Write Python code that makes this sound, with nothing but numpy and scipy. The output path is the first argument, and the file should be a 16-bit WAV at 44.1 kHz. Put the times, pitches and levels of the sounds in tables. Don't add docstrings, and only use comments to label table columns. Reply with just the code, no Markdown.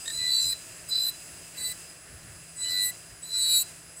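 import sys
import numpy as np
from scipy import signal
from scipy.fft import rfft, irfft
from scipy.io import wavfile
from scipy.ndimage import uniform_filter1d

SR = 44100
rng = np.random.default_rng(int(sys.argv[2]) if len(sys.argv) > 2 else 0)


def store_wav(level_fs):
    pcm = np.round(np.clip(np.atleast_2d(level_fs), -1, 1) * 32767)
    wavfile.write(sys.argv[1], SR, pcm.T.astype(np.int16))


N = 176400
T = np.arange(N) / SR
SHAFT_HZ = 496.2

# f/Hz, level/dB
NAIL_COLOUR = [(500, -13), (2700, 1), (3200, -25), (3850, 19), (4400, 14.5), (5500, -7), (7400, 16),
               (9500, 3), (12000, -14)]


def undb(db):
    return 10 ** (np.asarray(db) / 20)


def curve(rows, column=1):
    rows = np.array(rows)
    return np.interp(T, rows[:, 0], rows[:, column])


def wander(rate_hz):
    steps = np.interp(T * rate_hz, np.arange(4096), rng.standard_normal(4096))
    return 1.59 * uniform_filter1d(steps, max(int(SR / rate_hz / 2), 1))


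def noise(colour):
    hz, db = np.array(colour).T
    bin_hz = np.maximum(np.arange(N // 2 + 1) * SR / N, 1)
    shape = undb(np.interp(np.log(bin_hz), np.log(hz), db))
    coloured = irfft(rfft(rng.standard_normal(N)) * shape, N)
    return coloured / coloured.std()


def swell(at, half_width):
    return np.exp(-((T - at) / half_width) ** 2)


def shaft_angle():
    # t/s, f/Hz
    speed = [(0, 496.2), (.25, 495), (.39, 496.2), (.53, 493.4), (.68, 498.6), (.86, 500.1), (1.04, 495.8),
             (1.25, 500.8), (1.52, 503), (1.68, 501), (2.15, 502), (2.37, 500.2), (2.66, 495.1),
             (2.86, 493.5), (3.0, 498.3), (3.23, 498.2), (3.43, 490.5), (3.58, 488.2), (3.73, 497.6),
             (3.92, 501.8)]
    return 2 * np.pi * np.cumsum(curve(speed) * (1 + .0003 * wander(120))) / SR


def motor_whine(angle, running_db):
    # shaft multiple, level/dB
    riding_lines = [(10, -59.5), (16, -66), (17, -63), (20, -61.5), (28, -72), (31, -74)]
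    lines = [(k, db + running_db) for k, db in riding_lines]
    lines += [(20, -54)]
    lines += [(k, -78.5 + running_db + 4 * wander(1.8)) for k in range(22, 32)]
    whine = np.zeros(N)
    for k, db in lines:
        gain = undb(db + 1.5 * wander(30.009))
        wobble = .084 * (20 / k) ** 2 * wander(120)
        whine += gain * np.cos(k * angle + wobble + 2 * np.pi * rng.random())
    return np.sqrt(2) * whine


def bearing(angle, running_db):
    # f/Hz, level/dB
    hiss_colour = [(2400, -12.5), (4100, -14.5), (4900, -4.5), (5400, -11.5), (8000, 1.5), (9300, -5.5),
                   (10600, -7.5), (11800, -18)]
    hiss = noise(hiss_colour) * (1 + .13 * np.cos(angle)) * undb(-49.5 + running_db)
    rattle = signal.lfilter(*signal.iirpeak(2678, Q=14, fs=SR), rng.standard_normal(N))
    return hiss + rattle / rattle.std() * undb(-61 + running_db + 2 * wander(70))


def room_tone():
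    # f/Hz, level/dB
    room_colour = [(20, -29), (58, -1.5), (125, -1), (210, -12), (310, -6), (520, -11), (660, -5.5),
                   (820, -16), (1750, -8), (2700, -16.5), (3800, -22.5), (4800, -17), (12000, -32)]
    hum_hz = 163
    hum_gain = np.sqrt(2) * undb(-63 + 2 * wander(7.91))
    hum = hum_gain * np.sin(2 * np.pi * hum_hz * T + .5 * wander(1.99))
    return undb(-53 + wander(10)) * noise(room_colour) + hum


def contact():
    # t/s, nail ring/dB, 8 kHz rasp/dB, top treble/dB
    strokes = [
        [(0, -80, -48.5, -71), (0.135, -39, -39, -54), (0.2, -31.5, -43.5, -56), (0.337, -25.5, -36.5, -48),
         (0.505, -30, -34, -39.5), (0.53, -30, -43, -43.5)],
        [(0.892, -36.5, -44, -51), (0.943, -27.5, -40.5, -57), (1.083, -30, -40.5, -33),
         (1.095, -32.5, -39, -37.5)],
        [(1.57, -45, -47, -63), (1.588, -43, -40, -48), (1.63, -41, -35.5, -44), (1.662, -35.5, -34, -43),
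         (1.72, -45.5, -36.5, -41.5)],
        [(2.565, -61, -45, -66), (2.629, -35.5, -35.5, -55), (2.797, -26.5, -39, -45),
         (2.838, -26.5, -31.5, -35.5), (2.868, -39, -27.5, -37), (2.9, -41, -40.5, -36.5)],
        [(3.232, -49.5, -35.5, -62), (3.281, -48, -50, -58), (3.345, -28.5, -34, -54.5),
         (3.573, -19.5, -31.5, -29.5), (3.62, -32.5, -28, -34)],
        [(3.973, -65.5, -42, -62), (3.999, -72.5, -48, -63)],
    ]
    bite_s, lift_s, tail_s, tail_db = .006715, .008064, .035, -10.5
    gains, skid = np.zeros((3, N)), np.zeros(N)
    for rows in strokes:
        start, end = rows[0][0], rows[-1][0]
        before, after = np.maximum(start - T, 0), np.maximum(T - end, 0)
        touching = np.exp(-(before / bite_s) ** 2 - (after / lift_s) ** 2)
        attack = 1 - np.exp(-np.maximum(T - start, 0) / bite_s)
        tail = (after > 0) * undb(tail_db) * np.exp(-after / tail_s)
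        ringing = np.maximum(touching * attack, tail)
        levels = undb([curve(rows, column) for column in (1, 2, 3)])
        gains += np.array([ringing, touching, touching]) * levels
        skid += swell(end, half_width=.014)
    return gains, skid


def grinding(angle, gains, skid):
    partials = [-43, -37.5, -35, -41.5, -40.5, -4, -24.5, -26.5, -33, -27.5, -40, -17, -14, -0.5, -9, -11.5,
                -13, -10, -16.5, -15, -15.5, -14.5, -16, -12, -10.5, -6, -10, -15, -17]
    # t/s, shaft multiple, half width/s, level/dB
    flares = [(0.255, 4, 0.05827, -40), (0.36, 9, 0.05523, -31), (0.432, 15, 0.055, -34),
              (.47, 10, 0.06, -43), (0.976, 10, 0.11, -42.5), (1.642, 9, 0.069, -45.5),
              (1.694, 4, 0.11, -48), (2.82, 4, 0.16, -40), (2.67, 6, 0.025, -43.5), (2.834, 19, 0.036, -37),
              (2.835, 27, .018, -42), (2.85, 26, .014, -42), (2.889, 20, .03, -36.5),
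              (3.546, 9, 0.064, -34.5), (3.537, 15, 0.0506, -37), (3.553, 19, 0.072, -32.5),
              (3.583, 26, 0.03804, -37.5)]
    band_centres = (4500, 8000, 12500)
    waver_shares = {8: 0, 16: .45}
    ring, rasp, top = gains
    flare_gate = np.minimum(rasp / .002, 1)
    out = np.zeros(N)
    for k, db in enumerate(partials, start=3):
        band = np.interp(k * SHAFT_HZ, band_centres, [0, 1, 2])
        below = min(int(band), 1)
        envelope = gains[below] ** (below + 1 - band) * gains[below + 1] ** (band - below)
        waver = waver_shares.get(k, 1)
        envelope *= undb(db + waver * 4.5 * wander(28))
        for at, multiple, half_width, flare_db in flares:
            if round(multiple) == k:
                envelope = np.hypot(envelope, undb(flare_db) * swell(at, half_width) * flare_gate)
        phase = 1.14 * rng.standard_normal() + .15 * wander(28)
        phase += .3 * skid * band * wander(400)
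        flutter = 1 + waver * .12 * wander(250)
        out += envelope * flutter * np.cos(k * angle + waver * phase)
    return np.sqrt(2) * out


def scraping(angle, gains, skid):
    ring, rasp, top = gains
    dust = undb(-18.5) * np.sqrt(ring * rasp) * noise(NAIL_COLOUR)
    crackle_db = -19.5 + 10 * skid + 4 * wander(SHAFT_HZ)
    crackle = undb(crackle_db) * top * noise([(4250, -20), (8500, 0)])
    return (dust + crackle) * (1 + .33 * np.cos(angle))


def taps():
    # t/s, level/dB
    bumps = [(0.058, -34), (0.079, -26), (0.1, -31), (0.105, -33), (0.526, -35), (1.088, -40), (3.229, -49)]
    # f/Hz, level/dB, t60/s
    nail_modes = [(1803, -4.5, 0.05513), (3835, 1, 0.058), (7250, 2.5, 0.03)]
    out, t = np.zeros(2 * N), T[:SR // 10]
    crack_s = .0015
    crack_fade = np.exp(-t / crack_s)
    for at, db in bumps:
        ring = np.zeros(len(t))
        for hz, mode_db, t60 in nail_modes:
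            detuned_hz = hz * (1 + .0138 * rng.standard_normal())
            ring += undb(mode_db - 60 * t / t60) * np.sin(2 * np.pi * detuned_hz * t)
        crack = undb(.5) * noise(NAIL_COLOUR)[:len(t)] * crack_fade
        start = int(at * SR)
        out[start:start + len(t)] += undb(db) * (ring * (1 - crack_fade) + crack)
    return out[:N]


def hands():
    # t/s, half width/s, level/dB
    moves = [(0.18, 0.059, -55.5), (0.472, 0.04892, -49.5), (2.135, 0.037, -52.5), (2.296, 0.13, -52),
             (3.123, 0.027, -53)]
    # f/Hz, level/dB
    rumble_colour = [(20, -25), (55, -1.5), (110, -1.5), (1000, -42)]
    return noise(rumble_colour) * sum(undb(db) * swell(at, half_width) for at, half_width, db in moves)


def scene():
    # t/s, level/dB
    running_level = [(0, 5), (.58, 3.5), (.82, 1.5), (1.17, 3), (1.52, 1), (1.8, 3.5), (2.0, -3.5),
                     (2.38, -2), (2.94, 1.5), (3.19, -4), (3.67, 3), (3.85, -3)]
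    running_db = curve(running_level)
    angle = shaft_angle()
    gains, skid = contact()
    nail = grinding(angle, gains, skid) + scraping(angle, gains, skid) + taps()
    handpiece = motor_whine(angle, running_db) + bearing(angle, running_db)
    return (nail + handpiece + room_tone() + hands())[None]


def record(dry):
    edge_hz, width_hz, mirror_db, top_hz = 4000, 76, 5.5, 15800
    spectrum = rfft(dry)
    bins = np.arange(spectrum.shape[-1])
    offset_hz = bins * SR / N - edge_hz
    near_edge = undb(mirror_db) * np.exp(-(offset_hz / width_hz) ** 2)
    mirror = np.conj(spectrum[:, np.abs(2 * round(edge_hz * N / SR) - bins)])
    throbbing = irfft(spectrum + near_edge * mirror, N)
    return signal.sosfilt(signal.ellip(10, .2, 80, top_hz, fs=SR, output="sos"), throbbing)


dry = scene()
out = record(dry)
store_wav(out)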